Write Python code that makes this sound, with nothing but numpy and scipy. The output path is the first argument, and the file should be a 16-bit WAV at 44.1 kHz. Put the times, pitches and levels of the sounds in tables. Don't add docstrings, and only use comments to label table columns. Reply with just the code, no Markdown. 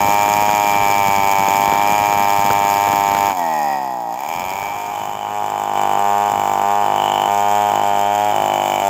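import sys
import numpy as np
from scipy import signal
from scipy.io import wavfile
from scipy.ndimage import uniform_filter1d

SR = 44100
rng = np.random.default_rng(int(sys.argv[2]) if len(sys.argv) > 2 else 0)


def amplitude_ratio(level_db):
    exponent = np.asarray(level_db, float) / 20
    return 10 ** exponent


def persist_wave(psi):
    counts = np.round(np.clip(psi, -1, 1) * 32767).astype(np.int16)
    wavfile.write(sys.argv[1], SR, np.atleast_2d(counts).T)


N = 392049

# time in seconds, level in dB.
THUMPS = [(0.041, -23), (0.225, -43), (0.631, -38), (0.798, -22), (1.175, -28), (1.38, -25), (1.874, -22),
          (2.17, -36), (2.495, -31), (2.637, -37), (2.965, -40), (3.199, -28), (3.75, -49), (4.275, -36),
          (4.355, -35), (4.428, -31), (4.879, -39), (5.004, -40), (5.08, -32), (5.439, -45), (6.096, -50),
          (6.309, -23), (6.366, -27), (6.507, -34), (6.846, -42), (7.239, -32), (7.878, -39), (8.39, -24),
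          (8.575, -43), (8.727, -40)]
# frequency in Hz, level in dB.
GUST_SPECTRUM = [(20, -25), (45, -12), (90, -6), (140, -5), (210, -2.5), (320, -11.5), (600, -8.5),
                 (1500, -68)]
CHIP_SPECTRUM = [(50, -14), (150, -1), (500, -2), (1500, -6), (2500, -16), (9000, -40)]
DRAUGHT_DB, CALM_DB = -18.5, -55
SHUT_CALM_DB = 68
CHIPS_PER_S, CHIP_S, CHIP_DB = 18, .0012, -2

# time in seconds, turns per second in Hz.
NEAR_SPEED = [(0.03, 101.74), (0.52, 104.1), (0.84, 100.82), (0.99, 101.07), (1.05, 99.48), (1.45, 98.49),
              (1.7, 100.62), (1.96, 103.66), (2.24, 101.12), (2.78, 100.71), (2.84, 101.43), (3.02, 100.02),
              (3.28, 100.18)]
FAR_SPEED = [(5.0, 102.55), (5.39, 103.67), (5.76, 101.17), (5.93, 100.38), (6.24, 102.34), (6.3, 102.1),
             (6.57, 99.46), (6.78, 102.52), (6.88, 102.02), (6.94, 101.28), (7.21, 100.7), (7.62, 103.11),
             (7.76, 102.0), (8.04, 101.3), (8.27, 104.29), (8.53, 100.85), (8.62, 99.64), (8.86, 99.39)]
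NEAR_TURN, FAR_TURN = 1.52, .44
SLOWS_S, SHUT_S, OPEN_S = 3.3, 3.325, 4.1
SHUT_TAKES_S, OPEN_TAKES_S = .016, 0.3
FUEL_LEFT, FUEL_RUNS_OUT_PER_S, FUEL_KICK = 0.55, 0.32, 0.26
DROP_HZ, DROP_S, SAG_HZ_PER_S = 15.5, .115, 35
FREE_HZ, PICKUP_S, PICKUP_LAG_S = 104.2, .19, .1
FAR_THROTTLE = 0.91

# time in seconds, level in dB, how far the engine shell faces the microphone in dB.
NEAR_LEVEL = [(0, -13, -1), (.9, -14, 1.5), (2, -13.5, 0), (2.3, -13.5, -2.5), (3.29, -14, -3),
              (3.348, -21.5, 2.5), (3.392, -16.5, -0.5), (3.47, -17, -0.5), (3.74, -18.5, 0.5),
              (3.78, -20.5, -2), (4.05, -24.5, -6.5), (4.14, -22.5, -3), (4.18, -24, 3), (4.3, -21, 4.5),
              (4.6, -23.5, 4), (4.8, -26.5, 4), (5.2, -32.5, 0), (5.45, -34, 3)]
FAR_LEVEL = [(4.4, -34.5, -12), (4.7, -26.5, -1), (4.998, -23.5, 1.5), (5.2, -25, 3), (5.32, -21.5, -0.5),
             (5.745, -19, 0), (5.76, -16, 2.5), (6.15, -15, -2.5), (6.4, -16.5, 2), (6.75, -15, -2),
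             (7.1, -16, 2), (7.57, -14, -1.5), (7.95, -14.5, -0.5), (8.25, -14.5, -0.5), (8.8, -16.5, 6),
             (8.86, -14, -0.5)]
# level in dB re loudness, share of facing followed, dB lost at shut throttle.
NEAR_LAYERS = [
    (-13.5, 1.1, 0.5),
    (-23.5, 0.92, 12),
    (-16.5, 0.32, 1),
]
FAR_LAYERS = [
    (-19.5, 1.4, 0),
    (-20.5, 0.87, 0),
    (-21, 0.9, 0),
]
# start in seconds, end in seconds, even blows over odd blows
# in dB, upper ring gain in dB.
NEAR_SPELLS = [
    (1.61, 1.844, 2, 2),
    (3.33, 4.12, -3, 0),
    (4.207, 4.356, -1, 3),
]
FAR_SPELLS = [
    (4.4, 4.897, 3.2, 0),
    (4.914, 5.302, 4.5, 6),
    (5.41, 5.989, 4.5, 3),
    (6.286, 6.634, -4, 1.5),
    (6.837, 6.96, 5.5, 4),
    (6.965, 7.278, 6.5, 10.5),
    (7.707, 7.836, -4.5, 5),
    (7.92, 8.004, -2, 1.5),
    (8.32, 8.818, -6, 5),
]
SPELL_EDGE_S = 0.053
# time in seconds, share of the blow returned.
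NEAR_ECHO = [(0, 0.32), (1.9, 0.13), (4.2, .11), (4.42, 0.34), (5.5, .09)]
FAR_ECHO = [(6.8, .065), (6.9, 0.21), (8.8, 0.23)]

# frequency in Hz, rise in s, port open in s, share left ringing, ring decay in s,
# echo delay in s, blow scatter in dB, timing scatter in s.
NEAR_PIPE = (874.3, 0.00051, 0.00264, 0.47, 0.0036, .0052, 0.54, 0.000034)
FAR_PIPE = (827.5, 0.00029, 0.00342, 0.14, 0.0005, 0.00563, 0.34, 0.0000088)
COLD_PIPE = (813.7, 0.005, 0.00273, 0.7, 0.0021)
SOFT_PIPE = (825, .0012, .0023, .55, .0014)
DEEP_PIPE = (693, 0.003, 0.0027, 1.02, 0.0011)
SECOND_BLOW = 0.3676
SOFT_LATE_S, WEAK_PUFF_LATE_S = .0009, 0.00162
SINK_FROM_S, SINK_TAKES_S = 7.25, 1.3
SINK, SUNK_PITCH = .6, 0.9
# frequency in Hz, width in Hz, level in dB, dB lost per echo share.
NEAR_SIDE, FAR_SIDE = (1192, 143, -25, 6), (1124, 128, -17, 48)
# frequency in Hz, level in dB.
NEAR_PUFF = [(40, -77), (100, -16), (200, -34), (400, -21), (520, -42), (620, -14.5), (1250, -14.5),
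             (1450, -21.5), (1750, -16.5), (2050, -17.5), (3500, -29.5), (6000, -53)]
FAR_PUFF = [(40, -58), (100, -12.5), (200, -16.5), (300, -28), (450, -16), (1100, -23.5), (1300, -15),
            (1700, -22), (1950, -23), (2100, -29), (2500, -26), (2780, -29.5), (3150, -19.5), (3600, -42),
            (6000, -67)]
COLD_PUFF = [(80, -55), (125, -20), (200, -20), (330, -13), (450, -21), (550, -28), (1000, -47)]

# frequency in Hz, width in Hz, level in dB.
CASE = [
    (250, 60, -37),
    (352, 70, -34),
]
# frequency in Hz, width in Hz, random share from 0 to 1.
NEAR_SHELL = [
    (2340, 150, .06),
    (3200, 300, .2),
]
FAR_SHELL = [
    (2320, 200, .07),
    (3000, 200, .1),
]
# frequency in Hz, width in Hz, level in dB, start in seconds.
COLD_SHELL = [
    (1895, 120, 7, 3.33),
    (2460, 150, -3, 3.4),
    (4990, 150, -6, 3.52),
]
COLD_FADE_S, COLD_FADE_TAKES_S = 3.8, .35
# order, start in s, end in s, level in dB re lower ring, phase in turns.
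NEAR_ORDER, FAR_ORDER = (23, -1, 4.7, -4.5, 0.3), (31, 7.35, 8.3, -4, 0.7)
# frequency in Hz, level in dB.
NEAR_HISS = [(2000, -50), (3400, -4), (3600, -25), (4140, -19), (5110, -5.5), (5960, -12), (6150, -10.5),
             (6510, -3), (6810, -1.5), (9550, -21), (10200, -20), (11300, -13), (12900, -6), (14900, -10.5),
             (15600, -3)]
FAR_HISS = [(2000, -69), (3400, 1), (3650, -3.5), (3860, -31), (4140, -18), (5110, -7.5), (5730, -8.5),
            (6310, -2), (7210, 2.5), (7840, -2), (8790, -16), (9670, -15.5), (14000, -5.5), (14900, -3),
            (15600, -4)]
ROAR = [(60, -30), (300, -5), (600, -4), (900, 0), (1300, 0.5), (2000, -7.5), (2400, -14), (3300, -11.5),
        (4200, -16.5), (5500, -11.5)]
NEAR_FIN_HZ, FAR_FIN_HZ, FIN_WIDTH_HZ, FIN_DB = 6810, 7150, 520, -8.5
# frequency in Hz, width in Hz, depth from 0 to 1.
GROUND_NOTCHES = [(1417, 190, 0.23), (2043, 88, 0.8), (2850, 68, 0.7)]
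BEAM_NOTCHES = [(517, 47, 0.54), (1410, 230, 0.47), (2030, 130, 0.45)]


def evened(x):
    return x / np.sqrt(np.mean(x ** 2) + 1e-20)


def ramp(start, takes):
    return np.clip((np.arange(N) / SR - start) / takes, 0, 1)


def curve(rows):
    s, *columns = np.transpose(rows)
    return [np.interp(np.arange(N) / SR, s, c) for c in columns]


def drift(span):
    once = uniform_filter1d(rng.standard_normal(N), span)
    return evened(uniform_filter1d(once, span))


def colour(x, points):
    hz, db = np.transpose(points)
    log_hz = np.log(np.fft.rfftfreq(4096, 1 / SR) + 1)
    log_gain = np.log(amplitude_ratio(np.interp(log_hz, np.log(hz), db, -90, -90)))
    full = signal.hilbert(np.r_[log_gain, log_gain[-2:0:-1]])
    response = np.fft.ifft(np.exp(full.conj())).real[:2048]
    return signal.oaconvolve(x, response)[:N]


def resonate(x, hz, width):
    r = np.exp(-np.pi * width / SR)
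    return 2 * signal.lfilter([1 - r], [1, -r * np.exp(2j * np.pi * hz / SR)], x).real


def ring(x, hz, width):
    return resonate(resonate(x, hz, width), hz, 1.41 * width)


def dip(x, notches):
    for hz, width, depth in notches:
        x = x - np.clip(depth, 0, 1) * resonate(x, hz, width)
    return x


def clicks(s, size):
    at = np.clip(s * SR, 0, N - 2)
    k = at.astype(int)
    return np.bincount(k, size * (k + 1 - at), N) + np.bincount(k + 1, size * (at - k), N)


def fade(x, s):
    return signal.lfilter([1], [1, -np.exp(-1 / (s * SR))], x)


def near_controls():
    t = np.arange(N) / SR
    coasted = np.clip(t, SLOWS_S, OPEN_S) - SLOWS_S
    revved = np.maximum(t - OPEN_S, 0)
    coast = curve(NEAR_SPEED)[0] - DROP_HZ * (1 - np.exp(-coasted / DROP_S)) - SAG_HZ_PER_S * coasted
    short_of_free = np.exp(-(np.hypot(revved, PICKUP_LAG_S) - PICKUP_LAG_S) / PICKUP_S)
    hz = FREE_HZ + (coast - FREE_HZ) * short_of_free
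    shut = 1 - (1 - FUEL_LEFT) * ramp(SHUT_S, SHUT_TAKES_S) - FUEL_RUNS_OUT_PER_S * coasted
    opened = FUEL_KICK * ramp(OPEN_S, .05) + (1 - FUEL_KICK) * ramp(OPEN_S, OPEN_TAKES_S)
    return hz, np.clip(shut + (1 - shut) * opened, 0, 1)


def draught(db):
    fuel = near_controls()[1]
    return amplitude_ratio(curve(NEAR_LEVEL)[0] + db - SHUT_CALM_DB * (1 - fuel))


def wind():
    lumps = amplitude_ratio(4.5 * drift(380) - 4)
    blown = draught(DRAUGHT_DB) * (1 - ramp(5.3, .25))
    steady = (blown + amplitude_ratio(CALM_DB) * ramp(3.95, .2)) * lumps
    s, db = np.transpose(THUMPS)
    hits = uniform_filter1d(clicks(s + 0.002, amplitude_ratio(db - 11.0)), 300)
    thumps = 1.4 * fade(hits, 0.039)
    return (steady + thumps) * evened(colour(rng.standard_normal(N), GUST_SPECTRUM))


def chips():
    struck = rng.random(N) < CHIPS_PER_S / SR
    size = struck * amplitude_ratio(5.3 * np.minimum(rng.exponential(1, N), 3))
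    crackle = evened(colour(fade(size, CHIP_S) * rng.standard_normal(N), CHIP_SPECTRUM))
    return crackle * draught(DRAUGHT_DB + CHIP_DB) * (1 - ramp(5.2, .1))


def outdoors(x):
    highpass = signal.butter(4, 82, "highpass", fs=SR, output="sos")
    return dip(signal.sosfilt(highpass, x), GROUND_NOTCHES)


def spells(rows):
    half = SPELL_EDGE_S / 2
    on = [ramp(a - half, SPELL_EDGE_S) - ramp(b - half, SPELL_EDGE_S) for a, b, *_ in rows]
    return np.transpose(rows)[2:] @ np.array(on)


def crank_blows(crank_hz, fuel, turn_s, turn, uneven_db, ground, scatter_db, scatter_s):
    t = np.arange(N) / SR
    turns = np.cumsum(crank_hz) / SR
    turns += turn - turns[round(turn_s * SR)]
    at = np.flatnonzero(np.diff(np.floor(turns)))
    hz, throttle, lead_db = crank_hz[at], fuel[at], uneven_db[at]
    luck = rng.standard_normal((len(at), 4)).T
    s = t[at + 1] - turns[at + 1] % 1 / hz + scatter_s * luck[0]
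    parity = (-1) ** np.floor(turns[at + 1])
    echo = curve(ground)[0][at] * amplitude_ratio(-.6 * abs(lead_db))
    skip_db = np.maximum(-lead_db * parity, 0) * throttle
    weak_db = skip_db + scatter_db * rng.exponential(1, len(at)) * throttle
    soft = np.tanh((skip_db / 4.13) ** 3)
    scale = np.sqrt(100 / hz * 2 / (1 + amplitude_ratio(-2 * abs(lead_db))))
    size = scale * throttle * amplitude_ratio(-weak_db)
    sharp = amplitude_ratio(-2.2 * weak_db)
    flow = clicks(s, sharp * amplitude_ratio(2.0 * luck[1]) * (0.096 + 0.25 * throttle))
    gate = uniform_filter1d(fade(flow, 0.0024), 40)
    firing = np.interp(t, t[at], throttle)
    steady = np.exp(-np.interp(t, t[at], (lead_db * throttle / 3) ** 2))
    return dict(turns=turns, hz=hz, throttle=throttle, lead_db=lead_db, luck=luck, s=s, parity=parity,
                echo=echo, weak_db=weak_db, soft=soft, scale=scale, size=size, sharp=sharp, gate=gate,
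                firing=firing, steady=steady)


def burst(x, hz, rise, open_s, left, decay):
    t = np.arange(1300) / SR
    shut = np.clip((t - open_s) / 0.00061, 0, 1)
    dying = left * np.exp(-np.maximum(t - open_s, 0) / decay)
    size = (1 - np.exp(-t / rise)) * (1 - shut + shut * dying)
    tone = size * np.sin(2 * np.pi * hz * t)
    tone -= size * tone.sum() / size.sum()
    return signal.oaconvolve(x, tone / np.sqrt(np.sum(tone ** 2) * 100 / SR))[:N]


def silencer(pipe, echo_s, sink, side, s, size, soft, sharp, throttle, echo, **_):
    blows = clicks(s, size * (1 - soft)) + clicks(s + echo_s, echo * size)
    out = burst(blows * (1 - sink), *pipe)
    out += burst(blows * sink, SUNK_PITCH * pipe[0], *pipe[1:])
    out += burst(clicks(s + SOFT_LATE_S, size * soft), *SOFT_PIPE)
    out += burst(clicks(s, 0.54 * echo * size), *DEEP_PIPE)
    side_hz, side_width, side_db, lost_db = side
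    struck = clicks(s, sharp * throttle * amplitude_ratio(-lost_db * echo))
    return out + amplitude_ratio(side_db) * evened(ring(struck, side_hz, side_width))


def crankcase(s, lead_db, throttle, parity, **_):
    rocking = clicks(s, np.tanh(lead_db / 4) * throttle ** 4 * parity)
    return sum(amplitude_ratio(db + 65) * ring(rocking, mode_hz, width) for mode_hz, width, db in CASE)


def gas_puff(puff, puff_db, s, size, weak_db, soft, throttle, **_):
    puffs = clicks(s + WEAK_PUFF_LATE_S * soft, size * amplitude_ratio(-.6 * weak_db) * throttle ** 0.49)
    return amplitude_ratio(puff_db) * colour(puffs, puff)


def cold_pumping(s, hz, scale, throttle, **_):
    idle = scale * (1 - throttle)
    first = clicks(s, idle)
    second = clicks(s + SECOND_BLOW / hz, idle)
    third = clicks(s + 2 * SECOND_BLOW / hz, idle)
    pumped = 0.85 * first + second + 0.19 * third
    pipe = 0.93 * burst(pumped, *COLD_PIPE) + amplitude_ratio(47) * colour(first, COLD_PUFF)
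    struck = second + 0.6 * pumped
    shell = sum(amplitude_ratio(db) * ramp(start, .12) * ring(struck, mode_hz, width)
                for mode_hz, width, db, start in COLD_SHELL)
    return pipe, amplitude_ratio(41.5) * (1 - .6 * ramp(COLD_FADE_S, COLD_FADE_TAKES_S)) * shell


def shell_ring(mode, slip, s, sharp, throttle, gate, firing, **_):
    mode_hz, width, loose = mode
    knock = evened(ring(clicks(s + .0001 * loose * slip, sharp * throttle), mode_hz, width))
    rattle = evened(ring((gate + .4) * rng.standard_normal(N), mode_hz, width)) * (.3 + .7 * firing)
    return 0.86 * (np.sqrt(1 - loose) * knock + np.sqrt(loose) * rattle)


def crank_order(order, crank_hz, turns, steady, **_):
    number, start, end, db, phase = order
    heard = (ramp(start, .1) - ramp(end, 0.092)) * steady * np.clip(crank_hz / 10 - 8.5, 0, 1)
    return heard * amplitude_ratio(db + 1.2 * drift(3000)) * np.sin(2 * np.pi * (number * turns + phase))


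def gas_and_chain_hiss(hiss, fin_hz, s, sharp, throttle, gate, luck, **_):
    flutter = amplitude_ratio(1.3 * drift(300) + .4 * drift(5000))
    jet = evened(colour((gate + 0.069) * rng.standard_normal(N), hiss))
    late = 0.000829 + 0.000397 * luck[2]
    struck = clicks(s + late, sharp * throttle * amplitude_ratio(3.7 * luck[3]))
    return flutter * (jet + amplitude_ratio(FIN_DB) * evened(ring(struck, fin_hz, FIN_WIDTH_HZ)))


def roar(roar_db, gate, firing, **_):
    noise = evened(colour((gate + .5) * rng.standard_normal(N), ROAR))
    return amplitude_ratio(roar_db - 3.0 * (1 - firing)) * noise


def saw(crank_hz, fuel, turn_s, turn, loudness, layers, uneven, ground, pipe, sink, side, order, shell,
        puff, hiss, fin_hz, puff_db, roar_db):
    *chamber, echo_s, scatter_db, scatter_s = pipe
    level_db, facing_db = curve(loudness)
    uneven_db, ring_db = spells(uneven)
    low, high, air = (amplitude_ratio(level_db + db + share * facing_db - shut_db * (1 - fuel))
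                      for db, share, shut_db in layers)
    high = high * amplitude_ratio(ring_db)
    b = crank_blows(crank_hz, fuel, turn_s, turn, uneven_db, ground, scatter_db, scatter_s)
    fired = silencer(chamber, echo_s, sink, side, **b) + crankcase(**b) + gas_puff(puff, puff_db, **b)
    cold_pipe, cold_shell = cold_pumping(**b)
    low_ring, high_ring = (shell_ring(mode, slip, **b) for mode, slip in zip(shell, b["luck"][2:]))
    out = amplitude_ratio(level_db) * (fired + cold_pipe + roar(roar_db, **b))
    out += low * (cold_shell + low_ring + crank_order(order, crank_hz, **b))
    return out + high * high_ring + air * gas_and_chain_hiss(hiss, fin_hz, **b)


def scene():
    near = saw(*near_controls(), NEAR_SPEED[0][0], NEAR_TURN, NEAR_LEVEL, NEAR_LAYERS, NEAR_SPELLS,
               NEAR_ECHO, NEAR_PIPE, np.zeros(N), NEAR_SIDE, NEAR_ORDER, NEAR_SHELL, NEAR_PUFF,
               NEAR_HISS, NEAR_FIN_HZ, puff_db=43, roar_db=-18)
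    sink = SINK * ramp(SINK_FROM_S, SINK_TAKES_S)
    far = saw(*curve(FAR_SPEED), np.full(N, FAR_THROTTLE), FAR_SPEED[0][0], FAR_TURN, FAR_LEVEL,
              FAR_LAYERS, FAR_SPELLS, FAR_ECHO, FAR_PIPE, sink, FAR_SIDE, FAR_ORDER, FAR_SHELL,
              FAR_PUFF, FAR_HISS, FAR_FIN_HZ, puff_db=42, roar_db=-22)
    near = dip(near, BEAM_NOTCHES) * (1 - ramp(5.52, .3))
    far = far * ramp(4.02, 0.21)
    return (wind() + chips() + outdoors(near + far))[None]


def band_limit(x):
    return signal.sosfilt(signal.butter(12, 16580, fs=SR, output="sos"), x)


def record(dry):
    thin = signal.sosfilt(signal.butter(2, 45, "highpass", fs=SR, output="sos"), dry)
    limit = 1.7
    return band_limit(-limit * np.tanh(1.02 * thin / limit))


dry = scene()
out = record(dry)
persist_wave(out)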